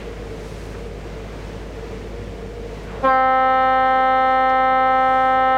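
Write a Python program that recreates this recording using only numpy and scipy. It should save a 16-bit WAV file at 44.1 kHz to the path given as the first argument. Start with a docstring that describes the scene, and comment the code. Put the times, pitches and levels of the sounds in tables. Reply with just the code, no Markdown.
"""An air horn on the roof of a small boat gives one long steady blast, heard inside the wheelhouse:
a chopped air stream makes its overtones, each weighted by the resonances of roof and cabin.
A diesel idles below deck as cycle tones, shaken panels and a broad drone.
At the helm cloth rustles and small things knock, as shaped noise. The horn's little air pump whirs up
first and makes the note throb faintly; the recorder turns its gain down when the blast arrives."""
import sys
import numpy as np
from scipy import signal
from scipy.fft import rfft, irfft, next_fast_len
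from scipy.io import wavfile
from scipy.ndimage import map_coordinates

SR = 44100
rng = np.random.default_rng(int(sys.argv[2]) if len(sys.argv) > 2 else 0)


def pcm_store(signal):
    """Save signal as 16-bit PCM."""
    levels = np.round(np.clip(np.atleast_2d(signal), -1, 1) * 32767)
    wavfile.write(sys.argv[1], SR, levels.astype(np.int16).T)


def elevation(decibels):
    """Turn decibel levels (scalar or array-like) into linear amplitude ratios."""
    levels = np.asarray(decibels, float)
    return 10 ** (levels / 20)


N = 245637
TIME = np.arange(N) / SR


def unit(x):
    """Scaled to rms 1."""
    return x / np.sqrt(np.mean(x ** 2) + 1e-20)


def wobble(rate):
    """A smooth random curve of 200 knots, rate knots a second, and zero after the last."""
    return map_coordinates(rng.standard_normal(200), [TIME * rate])


def filtered(x, response):
    """x times a response of frequency, padded so that its tail does not wrap round."""
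    m = next_fast_len(N + 8192)
    return irfft(rfft(x, m) * response(np.fft.rfftfreq(m, 1 / SR)), m)[:N]


def coloured(x, points):
    """x through (f/Hz, level/dB) points read on a log frequency axis."""
    f, db = np.transpose(points)
    return filtered(x, lambda hz: elevation(np.interp(np.log(hz + 1), np.log(f + 1), db)))


def noise():
    """White noise."""
    return rng.standard_normal(N)


def tone(turn):
    """A sine of rms 1 at the phase turn."""
    return np.sqrt(2) * np.sin(turn)


# diesel below deck, tones at multiples of the cycle rate: [multiple, rms level/dB, unsteadiness/dB]
CYCLE_TONES = [(5.92, -35.5, 0.34), (10.22, -54, 1.8), (11.13, -57.5, 2), (11.49, -53.5, 2),
               (11.96, -45.5, 1.2), (16.14, -54.5, 2), (17.95, -48, 2.5), (21.93, -52, 2.5),
               (26.85, -54, 1.8), (36.2, -56, 2.3), (38.85, -58.5, 2.2), (39.9, -55, 3), (47.35, -54, 2),
               (49.4, -52.5, 1.2), (50.96, -52.5, 2.6), (51.3, -49, 3.6), (53, -55, 2.1),
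               (53.56, -48.5, 2.2), (54, -53.5, 2)]
# hull and cabin panels shaken by the engine: [f/Hz, width/Hz, relative level/dB]
PANELS = [(92.5, 14, -5), (173.6, 32.6, -8), (191.2, 24, -4.5), (283, 23, -11), (356, 15, -11),
          (410.6, 17, -7), (440.6, 16, -4), (471.8, 13.8, -1.5), (572, 45, -13), (682, 15, -10),
          (700, 26, -16.5)]
# colour of the broad engine noise: [f/Hz, relative level/dB per Hz]
DRONE = [(15, -34), (35, -12.5), (70, -12), (250, -12.5), (500, -11.5), (750, -18), (1300, -23),
         (2200, -24), (3500, -31.5), (6500, -38.5), (9000, -46), (11000, -53.5), (15500, -52.5)]
CYCLE_HZ, CYLINDERS = 8.775, 6  # each cylinder fires once per engine cycle


def panel_response(f):
    """Sum of damped resonances, one per panel, with alternating sign."""
    total = 0
    for k, (centre, width, db) in enumerate(PANELS):
        damping = 1j * f * width
        total = total + (-1) ** k * elevation(db) * damping / (centre ** 2 - f ** 2 + damping)
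    return total


def engine():
    """Cycle tones, panels rung by noise that swells with each firing, and a broad drone."""
    turn = 2 * np.pi * np.cumsum(CYCLE_HZ + 0.006 * wobble(3)) / SR
    tones = np.zeros(N)
    for k, db, sway_db in CYCLE_TONES:
        level = elevation(db + sway_db * wobble(5))
        tones += level * tone(k * turn + k * k + np.pi / 2)
    firing = 1 + 0.3 * np.cos(CYLINDERS * turn)
    panels = elevation(-37.5) * unit(filtered(firing * noise(), panel_response))
    drone = elevation(-37.5 + 0.76 * wobble(6.52)) * unit(coloured(noise(), DRONE))
    return tones + panels + drone


# sleeve rubbing in soft swells at the helm: [middle t/s, peak level/dB, half length/s]
RUSTLE = [(0.574, -54, 0.23), (4.198, -60, .6), (5.18, -53, .22)]
# colour of the cloth: [f/Hz, relative level/dB per Hz]
CLOTH = [(500, -34), (2000, -2.5), (5000, 4), (9000, -1.5), (13000, -12), (16000, -13)]
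RUSTLE_REST_DB = -65  # the swells add to this


def rustle():
    """A rubbing sleeve: cloth-coloured noise in bell-shaped swells with a fine flutter of level."""
    rub = elevation(RUSTLE_REST_DB)
    for middle, db, half in RUSTLE:
        rub = rub + elevation(db) * np.exp(-((TIME - middle) / half) ** 2)
    return rub * elevation(0.8 * wobble(40)) * unit(coloured(noise(), CLOTH))


# small knocks and scuffs at the helm: [start t/s, rms level before decay/dB, t60/s, centre f/Hz]
KNOCKS = [(.003, -42, .4, 2100), (.745, -39, .2, 1200), (2.83, -58, .15, 8000), (2.868, -42, .1, 1300),
          (3.725, -42, .15, 2800), (3.85, -40, .25, 2900), (4.494, -38, .05, 4200), (4.506, -37, .1, 2600)]


def knocks():
    """Small things knock as short dying puffs of noise, each with its own colour."""
    sound = np.zeros(N)
    for start, db, t60, hz in KNOCKS:
        # the colour falls 16 dB one octave from the centre, 64 dB at two
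        puff = unit(filtered(noise(), lambda f: elevation(-16 * np.log2((f + 1) / hz) ** 2)))
        age = np.maximum(TIME - start, 0)
        rise = 1 - np.exp(-age / 0.00091)
        sound += elevation(db - 60 * age / t60) * rise * puff
    return sound


# tones of the air pump: [f/Hz, rms level/dB]
PUMP = [(447, -50), (545, -40), (592, -39.5), (645, -48.5)]
PUMP_ON_S, WHIRR_RISE_S, TONE_RISE_S = 2.87, 0.028, 0.16


def pump():
    """The pump motor hums in a few fuzzy tones, which swell in over a whirr."""
    tones = np.zeros(N)
    for hz, db in PUMP:
        level = elevation(db + 1.5 * wobble(12))
        tones += level * tone(2 * np.pi * np.cumsum(hz + 1.3 * wobble(4)) / SR)
    whirr_colour = [(300, -29.5), (700, 1.5), (1400, 0.0), (2500, -11), (5000, -26), (16000, -72)]
    whirr = elevation(-41) * unit(coloured(noise(), whirr_colour))
    whirr_rise = np.clip((TIME - PUMP_ON_S) / WHIRR_RISE_S, 0, 1)
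    tone_rise = np.clip((TIME - PUMP_ON_S) / TONE_RISE_S, 0, 1)
    return whirr_rise * whirr + tone_rise * tones


# narrow resonances (+) and nulls (-) of roof and cabin that the overtones slide through:
# [f/Hz, width/Hz, level/dB]
CABIN = [(262.2, 3.7, -6.5), (524.4, 10, -4.5), (793.3, 40, -38), (1052.9, 8.8, 20), (1305.3, 12, 15.5),
         (1572.1, 12.6, 20), (1827.7, 20.6, 14), (1843, 22.9, -9.4), (2109.1, 47.6, -30),
         (2126, 33.2, -17.7), (2352, 4.5, -11.5), (2366.4, 7.5, -12.8), (2619.5, 7.5, -13.2),
         (2631, 21.2, 16), (2869, 5.5, 4), (2892.4, 18.2, -17), (3124.1, 19.2, 5.4), (3389.8, 6.5, 12.5),
         (3400.1, 68.4, -25.2), (3650.3, 7, 11), (3683.4, 10, 9.8), (3929.1, 24.1, -10.5),
         (3973.2, 54.3, -8), (4174.2, 17.2, 11.1), (4451, 74.2, -16.9), (4695.5, 8, -8), (4703.6, 12, 10.9),
         (4723.2, 17.1, 18.2)]


def cabin(f):
    """Complex response of roof and cabin at the frequencies f, a product of peaks and dips."""
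    response = 1
    for centre, width, db in CABIN:
        detuning, damping = centre ** 2 - f ** 2, 1j * f * width
        response = response * (detuning + damping * elevation(db)) / (detuning + damping)
    return response


# the held note of the horn on the roof: [overtone number, rms level/dB]
OVERTONES = [(1, -27), (2, -18), (3, -11), (4, -20.5), (5, -16), (6, -25.5), (7, -24.5), (8, -28),
             (9, -39.5), (10, -54), (11, -40), (12, -40), (13, -44.5), (14, -44.5), (15, -52), (16, -48.5),
             (17, -67), (18, -66.5)]
# the valve opens and air reaches the diaphragm over the attack, slowly at first (power of the rise);
# higher overtones speak later (power added for each)
VALVE_S, ATTACK_S, RISE_POWER, RISE_PER_OVERTONE = 3.016, 0.033, 2, 0.14
# the note starts sharp while the air pressure settles:
# a quick bell-shaped slide and a slow sag onto the held pitch
HELD_HZ, SLIDE_FROM_S, SHARP_HZ, SLIDE_S, SAG_HZ, SAG_S = 260.88, 3, 5.8, 0.08, 0.5, 0.25
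THROB_HZ = 62.9  # pump strokes


def horn():
    """A diaphragm chops the air once a cycle; the cabin weighs and delays each overtone as pitch slides."""
    age = np.maximum(TIME - SLIDE_FROM_S, 0)
    pitch = HELD_HZ + SHARP_HZ * np.exp(-(age / SLIDE_S) ** 2) + SAG_HZ * np.exp(-age / SAG_S)
    turn = 2 * np.pi * np.cumsum(pitch + 0.029 * wobble(6.5)) / SR
    steps = np.linspace(HELD_HZ, pitch.max(), 200)
    air = np.clip((TIME - VALVE_S) / ATTACK_S, 0, 1)
    sound = np.zeros(N)
    for k, db in OVERTONES:
        passed = cabin(k * steps)
        # relative to the held pitch, where the table's level holds
        size = elevation(db) * np.interp(pitch, steps, passed / passed[0])
        waver = elevation(0.11 * k * wobble(3.6))  # moving air and boat: higher overtones waver more
        lag = 1.17 * k * k + np.pi / 12  # radians; the horn's bell spreads each pulse
        rise = air ** (RISE_POWER + RISE_PER_OVERTONE * k)
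        wave = np.sqrt(2) * np.real(size * np.exp(1j * (k * turn - lag)))
        sound += waver * rise * wave
    # pump strokes ripple the pressure
    throb = 1 + 0.03 * np.sin(2 * np.pi * np.cumsum(THROB_HZ + 1.1 * wobble(1.7)) / SR)
    return sound * throb


def scene():
    """Everything reaches one microphone in the wheelhouse."""
    return (engine() + rustle() + knocks() + pump() + horn())[None]


def top_cut(x):
    """Nothing passes above the cut-off."""
    return signal.sosfilt(signal.butter(12, 15700, fs=SR, output="sos"), x)


def smoothed(x, tau):
    """x followed with a time constant of tau seconds."""
    return signal.lfilter([1 / (tau * SR)], [1, 1 / (tau * SR) - 1], x, axis=1)


def record(dry):
    """Automatic gain: loudness over a knee is turned down after a short delay, quickly, then slowly."""
    knee_db = -22
    loudness_db = 10 * np.log10(smoothed(dry ** 2, 0.0051) + 1e-9)
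    over_db = np.maximum(loudness_db - knee_db, 0)
    quick = smoothed(smoothed(over_db, 0.02), 0.02)
    slow = smoothed(over_db, 0.3)
    mix = dry * elevation(-0.5 * quick - 0.025 * slow)
    return top_cut(mix)


dry = scene()
out = record(dry)
pcm_store(out)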